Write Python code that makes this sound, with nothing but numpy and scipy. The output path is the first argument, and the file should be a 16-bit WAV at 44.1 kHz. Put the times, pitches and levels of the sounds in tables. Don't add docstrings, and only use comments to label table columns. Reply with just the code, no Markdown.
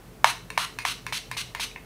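import sys
import numpy as np
from scipy import signal
from scipy.fft import rfft, irfft
from scipy.io import wavfile

SR = 44100
rng = np.random.default_rng(int(sys.argv[2]) if len(sys.argv) > 2 else 0)


def decibels_to_gain(level_db):
    exponent = np.asarray(level_db, float) / 20
    return 10 ** exponent


def to_wav(s):
    ch = np.atleast_2d(s).T
    pcm = np.round(np.clip(ch, -1, 1) * 32767)
    wavfile.write(sys.argv[1], SR, pcm.astype(np.int16))


N = 81585


def level(x, db):
    return x * decibels_to_gain(db) / np.sqrt(np.mean(x ** 2))


def table(points, hz):
    p = np.array(points, float)
    return np.interp(np.log(np.maximum(hz, 1)), np.log(p[:, 0]), p[:, 1])


def shaped(x, gain):
    return irfft(rfft(x) * gain(np.fft.rfftfreq(len(x), 1 / SR)), len(x))


def noise(size, gain):
    return shaped(rng.standard_normal(size), gain)


def peak(hz, centre_hz, width_hz):
    return 1 / np.sqrt(1 + (2 * (hz - centre_hz) / width_hz) ** 2)


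def walk(rate_hz, size):
    return level(noise(size, lambda hz: np.exp(-(hz / rate_hz) ** 2)), 0)


def decay(t, t60_s):
    return np.exp(-np.log(1000) * t / t60_s)


def lowpass(x, order, hz):
    return signal.sosfilt(signal.butter(order, hz, fs=SR, output="sos"), x)


def add(out, start_s, x):
    i = int(start_s * SR)
    out[i:i + len(x)] += x[:len(out) - i]


def gate(t, rise_s, hold_s, fall_s, sag_db_s):
    rise = np.clip(t / rise_s, 0, 1)
    fall = np.exp(-np.maximum(t - hold_s, 0) / fall_s)
    return rise * decibels_to_gain(sag_db_s * t) * fall


# pitch_hz, level_db (per Hz)
HISS = [(25, -40), (50, -7), (200, -10.5), (450, -13.5), (900, -20), (2000, -25.5), (5000, -32.5),
        (16000, -35)]
# pitch_hz, width_hz, level_db
HUM = [(121.7, 10, -52.5), (172.8, 18, -57.5), (255.5, 22.3, -65), (435, 22, -61.5)]


def background():
    t = np.arange(N) / SR
    hiss = level(noise(N, lambda hz: decibels_to_gain(table(HISS, hz)) * (hz > 30)), -50)
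    hum = sum(level(noise(N, lambda hz: peak(hz, c, w) ** 2), db) for c, w, db in HUM)
    motor_hz = 44.5 + 1.62 * walk(1.75, N)
    motor = level(np.sin(2 * np.pi * np.cumsum(motor_hz) / SR), -54.5) * decibels_to_gain(1.05 * walk(8.2, N))
    linger = level(noise(N, lambda hz: peak(hz, 1450, 1300) ** 2), -60.5) * decay(t, 0.72)
    return hiss + motor + hum + linger


# pitch_hz, t60_s
ROOM_T60 = [(500, 0.25), (2000, 0.34), (6000, 0.37), (14000, 0.24)]


def room(x):
    size, level_db, gap_s = 16384, -8, 0.0034
    t, tail = np.arange(size) / SR, 0
    for hz in 250 * 2 ** np.arange(0, 6.1, .5):
        band = noise(size, lambda f: np.exp(-(np.log2(np.maximum(f, 1) / hz) * 3) ** 2))
        tail = tail + band * decay(t, table(ROOM_T60, hz))
    tail = tail * np.clip(t / gap_s - 1, 0, 1)
    tail = tail / np.sqrt(np.sum(tail ** 2))
    return decibels_to_gain(level_db) * signal.fftconvolve(x, tail)[:N]


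def knock(modes, db, dark_db, rise_s, crack_db):
    size = 2048
    t = np.arange(size) / SR
    body = 0
    for hz, mode_db, t60_s in modes:
        vary_level, vary_pitch, phase = rng.standard_normal(3)
        gain = decibels_to_gain(mode_db - dark_db * np.log2(hz / 2000) + 0.27 * vary_level)
        tone = np.sin(2 * np.pi * (hz * (1 + 0.02 * vary_pitch) * t + phase))
        body = body + gain * tone * decay(t, t60_s)
    crack = lowpass(rng.standard_normal(size), 1, 7000) * np.exp(-t / 0.0024)
    x = (body / 2 + crack * decibels_to_gain(crack_db)) * (1 - np.exp(-(t / rise_s) ** 2))
    return signal.sosfilt(signal.butter(4, 610, "high", fs=SR, output="sos"), x) * decibels_to_gain(db + 13)


RATTLE_S = 0.00059


def drip(pump):
    t60_s = 0.013
    add(pump, 1.7135, knock([(2460, 0, t60_s), (3800, -5, t60_s)], -38.5, 0, RATTLE_S, -28))


# pitch_hz, width_hz, level_db
TUBE = [(996, 570, -16), (1746, 210, -15.5), (2160, 270, 0.5), (2480, 140, 0), (4230, 580, -10),
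        (4900, 450, -10), (6700, 810, -15.5), (9300, 350, -13.5)]


def refill(hold_s, db):
    size = 4096
    t = np.arange(size) / SR
    liquid = 0
    for centre_hz, width_hz, band_db in TUBE:
        band = level(noise(size, lambda hz: peak(hz, centre_hz, width_hz) ** 2), 0)
        liquid = liquid + decibels_to_gain(band_db + 0.8 * walk(70, size)) * band
    air = noise(size, lambda hz: peak(hz, 3000, 3000) * hz ** 2 / (hz ** 2 + 800 ** 2))
    return level(liquid + level(air, -3.5), db) * gate(t, .0015, hold_s, 0.0071, sag_db_s=-63)


# pitch_hz, level_db, t60_s
STEM = [(981, -2.5, 0.021), (1764, -2, 0.016), (2207, -6, 0.016), (2643, -9, 0.026), (3640, -21, 0.054),
        (4240, -23.5, 0.041), (5800, -22, .02), (8960, -19.5, 0.0088), (10900, -44, 0.0057)]
# start_s, refill_length_s, refill_level_db, tick_level_db, darkness_db (per octave)
RELEASES = [
    (.5028, 0.19, -50.5, -31, -4.5),
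    (0.7875, 0.042, -39.5, -27.5, -5),
    (1.0656, 0.036, -41.5, -28, -3.5),
    (1.314, 0.036, -40, -27, -3),
    (1.5488, 0.04, -42.5, -27.5, -0.3),
    (1.7604, 0.041, -53, -33.5, -3),
]


def releases(pump):
    for start_s, hold_s, db, tick_db, dark_db in RELEASES:
        x = refill(hold_s, db)
        add(x, 0, knock(STEM, tick_db, dark_db, rise_s=0.00019, crack_db=-11))
        if start_s == RELEASES[-1][0]:
            x = lowpass(x, 5, 3180)
        add(pump, start_s, x)


# pitch_hz, level_db
MIST = [(500, -35), (1100, -3), (2000, -2.5), (4000, -3), (5000, -8.5), (7000, -12), (12000, -17.5),
        (16000, -25.5)]
# pitch_hz, width_hz, gain_db
NOZZLE = [(1854, 150, -4.5), (2740, 900, 4), (4175, 410, 4), (6230, 1030, 6), (7080, 800, -3.5),
          (8560, 1150, 4.5), (10170, 970, 5.5), (13200, 540, 2.5)]


def spray(hold_s, db, dark_db, rise_s):
    size = 8192
    t = np.arange(size) / SR
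    grain = rng.standard_normal(size) * decibels_to_gain(1.43 * walk(490, size))

    def colour(hz):
        fullness_db = -dark_db * np.log2(np.clip(hz, 500, 3000) / 3000)
        nozzle_db = sum(g * peak(hz, c, w) ** 2 for c, w, g in NOZZLE)
        return decibels_to_gain(table(MIST, hz) + fullness_db + nozzle_db) * hz ** 2 / (hz ** 2 + 600 ** 2)

    sputter = decibels_to_gain(0.75 * walk(90, size))
    return level(shaped(grain, colour), db) * gate(t, rise_s, hold_s, .005, sag_db_s=-22) * sputter


# pitch_hz, level_db, t60_s
HEAD = [(678, -12.5, 0.016), (945, 0.5, .014), (1180, -8.5, 0.01), (1788, 0, 0.0095), (2220, -0.5, .012),
        (3026, -3.5, 0.0081), (3760, -0.5, 0.0041), (5220, -10.5, 0.011), (6150, -14, 0.014),
        (8600, -21, 0.013), (11000, -46, .005)]
# (per octave, under 3 kHz)
PRESSES = [
    (0.2437, 0.064, -26.5, -6.5, 3.5),
    (0.5767, 0.071, -29.5, -15, 5),
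    (0.8512, 0.071, -30, -17, 1),
    (1.1240, 0.054, -30.5, -27, -2.5),
    (1.3673, 0.047, -31, -34, -2),
    (1.597, 0.049, -30.5, -30, -2),
]


def presses(pump, knocks):
    for start_s, hold_s, db, knock_db, dark_db in PRESSES:
        add(knocks, start_s, knock(HEAD, knock_db, 0.7, RATTLE_S, crack_db=-15.5))
        rise_s = 0.0021 + .012 * decibels_to_gain(knock_db + 7)
        add(pump, start_s + 0.000997, spray(hold_s, db, dark_db, rise_s))
    for start_s, _, _, knock_db, _ in PRESSES[1:3]:
        add(pump, start_s - 0.001627, knock(HEAD[:6], knock_db - 9.5, 0.56, RATTLE_S, crack_db=-40))


def scene():
    pump, knocks = np.zeros(N), np.zeros(N)
    drip(pump)
    releases(pump)
    presses(pump, knocks)
    echo = room(pump + decibels_to_gain(-4) * knocks)
    return (background() + echo + pump + knocks)[None]


def band_limit(x):
    return signal.sosfilt(signal.butter(12, 16650, fs=SR, output="sos"), x)


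def record(dry):
    ceiling, top_hz = .9, 15500
    clipped = np.clip(dry, -ceiling, ceiling)
    mix = signal.sosfilt(signal.ellip(7, .3, 55, top_hz, fs=SR, output="sos"), clipped)
    return band_limit(mix)


dry = scene()
out = record(dry)
to_wav(out)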